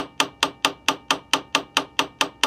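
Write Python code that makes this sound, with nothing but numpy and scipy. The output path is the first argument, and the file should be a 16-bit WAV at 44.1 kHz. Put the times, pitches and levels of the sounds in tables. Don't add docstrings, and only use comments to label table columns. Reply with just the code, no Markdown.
import sys
import numpy as np
from scipy import signal
from scipy.fft import rfft, irfft
from scipy.io import wavfile
from scipy.ndimage import uniform_filter1d

SR = 44100
rng = np.random.default_rng(int(sys.argv[2]) if len(sys.argv) > 2 else 0)


def invert_db(x):
    u = np.asarray(x, float) / 20
    return 10 ** u


def inscribe(sig):
    pcm = np.round(np.clip(np.atleast_2d(sig).T, -1, 1) * 32767)
    wavfile.write(sys.argv[1], SR, pcm.astype(np.int16))


N = 108838
LENGTH = SR // 2

# (time [s], strength [dB], treble hardness [dB per octave above 3 kHz])
BLOWS = [(-.0225, 2, -3.5), (0.201, 2, -0.5), (0.428, 1, -0.5), (0.6469, 2, 0), (0.8841, 2, -1),
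         (1.1057, 2, -2), (1.3342, 2, -0.5), (1.5489, 2, -1.5), (1.7688, 1.5, -1), (1.9914, 1.5, -2.5),
         (2.2101, 1, -1), (2.4346, 2, -0.5)]
# (frequency [Hz], density [dB per Hz])
CRACK_SPECTRUM = [(500, -33), (1000, -8.5), (2200, -12.5), (3050, -7.5), (5300, -20.5), (8000, -24),
                  (15400, -38), (16200, -75)]
HEAD_HZ = [1050, 1850, 2150, 2740, 3070, 3650, 4500, 4800, 5800, 6150, 6550, 9320, 12800, 13400]
# (level [dB], T60 [s])
HEAD_MODES = [(-27.5, .02), (-19, 0.03), (-19.5, 0.0095), (-14, 0.023), (-13.5, .025), (-11, 0.005),
              (-23.5, 0.012), (-21, 0.014), (-20.5, 0.024), (-16, 0.013), (-26, 0.027), (-27.5, 0.019),
              (-34, 0.02), (-41, 0.015)]
PING_HZ = [5900, 6050, 8000, 8350, 10900, 11870, 12500, 14050, 14750]
PING_DB = [-41, -44, -52, -44, -52, -52, -56, -56, -60]
BENCH_HZ = [165, 279, 309, 398, 492, 567, 619, 824, 877, 991, 1095, 1188, 1275, 1400]
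# (peak level [dB], peak time [s], sharpness [-])
BENCH_MODES = [(-41.5, 0.012, 0.52), (-27.5, 0.018, 1.5), (-35, 0.017, 0.67), (-34, 0.032, 3.27),
               (-42, 0.03, 1.67), (-32.5, 0.013, 4.8), (-32.5, 0.019, 3.2), (-28, 0.013, 4.9),
               (-23, 0.011, 3.07), (-26, 0.0059, 2.5), (-31.5, .01, 0.67), (-24, 0.012, 2.5),
               (-38, 0.0075, 0.75), (-34.5, 0.011, 2)]
BLADE_HZ = [130, 255, 290, 806, 906, 1114, 1227, 1335, 1820, 2326, 2836, 3332, 3483, 3844]
# (level [dB], T60 [s])
BLADE_MODES = [(-45, .7), (-54.5, .6), (-44.5, 0.7), (-54.5, 1.5), (-51, 1.3), (-38.5, .3), (-43.5, 0.48),
               (-58.5, .45), (-66, 2.9), (-50.5, 0.77), (-50, 0.63), (-66, 0.27), (-67.5, .4), (-67.5, 0.4)]
# (delay [s], level [dB])
WALLS = [(.009, -23), (0.026, -28), (.031, -31), (0.037, -37.5), (0.047, -40)]
# (frequency [Hz], density [dB per Hz])
ROOM_SPECTRUM = [(120, -27), (300, -12.5), (1100, -4.5), (2100, -19), (3000, -6.5), (4300, -16),
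                 (7000, -23), (15700, -53)]
# (frequency [Hz], T60 [s])
ROOM_DECAY = [(200, 0.59), (1000, .22), (3000, 0.19), (6000, 0.14), (9000, 0.079), (14000, 0.14)]
# (frequency [Hz], share [0-1])
FRESH_SHARE = [(500, 0.3), (2000, 0.26), (6000, 0.33), (12000, 1)]
# (frequency [Hz], density [dB per Hz])
AIR_SPECTRUM = [(30, -29), (60, -1.5), (300, -9), (1200, -24.5), (2000, -36.5), (5000, -38), (15000, -54.5),
                (15300, -92)]

HEAD_HOLD_S, HEAD_RISE_S = 0.0012, 0.00033
ROOM_DB = -24


def blows():
    out = np.zeros(N + 2 * LENGTH)
    damp = grip()
    head, pings = head_modes(), ring(PING_HZ, PING_DB, 0.14, 0.00089)
    body = bench(damp) + blade()
    same_noise = rng.standard_normal((2, LENGTH))
    lumps = room_lumps()
    for time_s, strength_db, hard_db in BLOWS:
        hard = hardness(hard_db)
        crack_noise, room_noise = partly_new(same_noise)
        blow_clink = clink(head, crack_noise, hard_db, hard)
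        ping = invert_db(4 * rng.standard_normal(len(PING_HZ))) @ pings
        room = invert_db(ROOM_DB) * coloured(tail(room_noise, lumps, damp), hard)
        blow = coloured(blow_clink, walls) + ping + body + room
        at = LENGTH + round(time_s * SR)
        out[at:at + LENGTH] += invert_db(strength_db) * blow
        ghost_at = at - round(0.0232 * SR)
        out[ghost_at:ghost_at + LENGTH] += invert_db(strength_db) * ghost(blow_clink)
        early = invert_db(strength_db) * smear(blow_clink)
        out[at - len(early):at] += early
    return out[LENGTH:LENGTH + N]


def clink(head, crack_noise, hard_db, hard):
    scatter = invert_db(0.6 * rng.standard_normal(len(HEAD_HZ)))
    modes = (hard(np.array(HEAD_HZ)) * scatter) @ head
    snap = invert_db(hard_db) * ring(4950, -4.5, 0.0016, 0.0001)[0]
    return modes + snap + crack(crack_noise, hard)


def hardness(hard_db):
    return lambda f: invert_db(hard_db * np.log2(np.clip(f, 3000, None) / 3000))


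def head_modes():
    return ring(HEAD_HZ, *np.transpose(HEAD_MODES), HEAD_RISE_S, HEAD_HOLD_S)


def crack(noise, hard):
    t = np.arange(LENGTH) / SR
    fall = invert_db(-15.5 - 60 * np.maximum(t - 0.003, 0) / 0.023)
    burst = fall * (1 - np.exp(-t / HEAD_RISE_S))
    return burst * coloured(unit(shaped(noise, CRACK_SPECTRUM)), hard)


def partly_new(same_noise):
    def share(f):
        return np.clip(along(FRESH_SHARE, f), 0, 1)

    repeated = coloured(same_noise, lambda f: np.sqrt(1 - share(f)))
    return repeated + coloured(rng.standard_normal((2, LENGTH)), lambda f: np.sqrt(share(f)))


def bench(damp):
    return swell(BENCH_HZ, *np.transpose(BENCH_MODES)).sum(0) * damp


def grip():
    t = np.arange(LENGTH) / SR
    return invert_db(-5.5 / (1 + np.exp(-(t - 0.096) / 0.003)))


def blade():
    return ring(BLADE_HZ, *np.transpose(BLADE_MODES), 0.0052).sum(0)


def walls(f):
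    return 1 + sum(invert_db(db) * np.exp(-2j * np.pi * f * delay) for delay, db in WALLS)


def room_lumps():
    shape = signal.stft(np.zeros(LENGTH), nperseg=256)[2].shape
    return unit(uniform_filter1d(rng.standard_normal(shape), size=6, axis=1))


def tail(noise, lumps, damp):
    seconds = np.arange(LENGTH) / SR
    hz, t, z = signal.stft(unit(shaped(noise, ROOM_SPECTRUM)), SR, nperseg=256)
    near = invert_db(-60 * t / along(ROOM_DECAY, hz)[:, None])
    far_corners = invert_db(-64.5 - ROOM_DB - 60 * t / 0.44)
    grain = invert_db(3 * lumps)
    stilled = np.where(hz[:, None] < 1500, np.interp(t, seconds, damp), 1)
    sound = signal.istft(z * (near + far_corners) * grain * stilled, SR, nperseg=256)[1][:LENGTH]
    return sound * (1 - np.exp(-seconds / 0.001))


def ghost(blow_clink):
    return invert_db(-45) * coloured(blow_clink, lambda f: 1 / (1 + (f / 6800) ** 16))


def smear(blow_clink):
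    t = np.arange(LENGTH) / SR

    def colour(f):
        return uniform_filter1d(abs(rfft(blow_clink)), size=150) * (f < 8600)

    lead = unit(coloured(rng.standard_normal(LENGTH), colour))
    fading = invert_db(-39.5) * lead * np.exp(-t / 0.0038)
    return fading[:LENGTH // 4][::-1]


def air():
    hiss = unit(shaped(rng.standard_normal(N), AIR_SPECTRUM))
    hum = np.sin(2 * np.pi * 61 * np.arange(N) / SR)
    return invert_db(-53) * hiss + invert_db(-56.5) * hum


def ring(hz, db, t60, rise, hold=0):
    t = np.arange(LENGTH) / SR
    hz, db, t60, rise = (np.reshape(v, (-1, 1)) for v in (hz, db, t60, rise))
    fall = invert_db(db - 60 * np.maximum(t - hold, 0) / t60)
    return fall * (1 - np.exp(-t / rise)) ** 2 * np.sin(2 * np.pi * hz * t)


def swell(hz, db, peak, sharp):
    t = np.arange(LENGTH) / SR
    hz, db, peak, sharp = (np.reshape(v, (-1, 1)) for v in (hz, db, peak, sharp))
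    envelope = (t / peak * np.exp(1 - t / peak)) ** sharp
    return invert_db(db) * envelope * np.sin(2 * np.pi * hz * t)


def along(points, hz):
    f, v = np.transpose(points)
    return np.interp(np.log(hz + 1), np.log(f + 1), v)


def unit(x):
    return x / np.sqrt(np.mean(x ** 2) + 1e-20)


def coloured(x, gain):
    return irfft(rfft(x) * gain(np.fft.rfftfreq(x.shape[-1], 1 / SR)), x.shape[-1])


def shaped(noise, spectrum):
    return coloured(noise, lambda f: invert_db(along(spectrum, f)))


def scene():
    return (blows() + air())[None]


def roll_off(x):
    return signal.sosfilt(signal.butter(12, 16530, fs=SR, output="sos"), x)


def record(dry):
    def microphone(f):
        return (1j * f / (48 + 1j * f)) ** 2 / (1 + (f / 16000) ** 60)

    return roll_off(coloured(dry, microphone))


dry = scene()
out = record(dry)
inscribe(out)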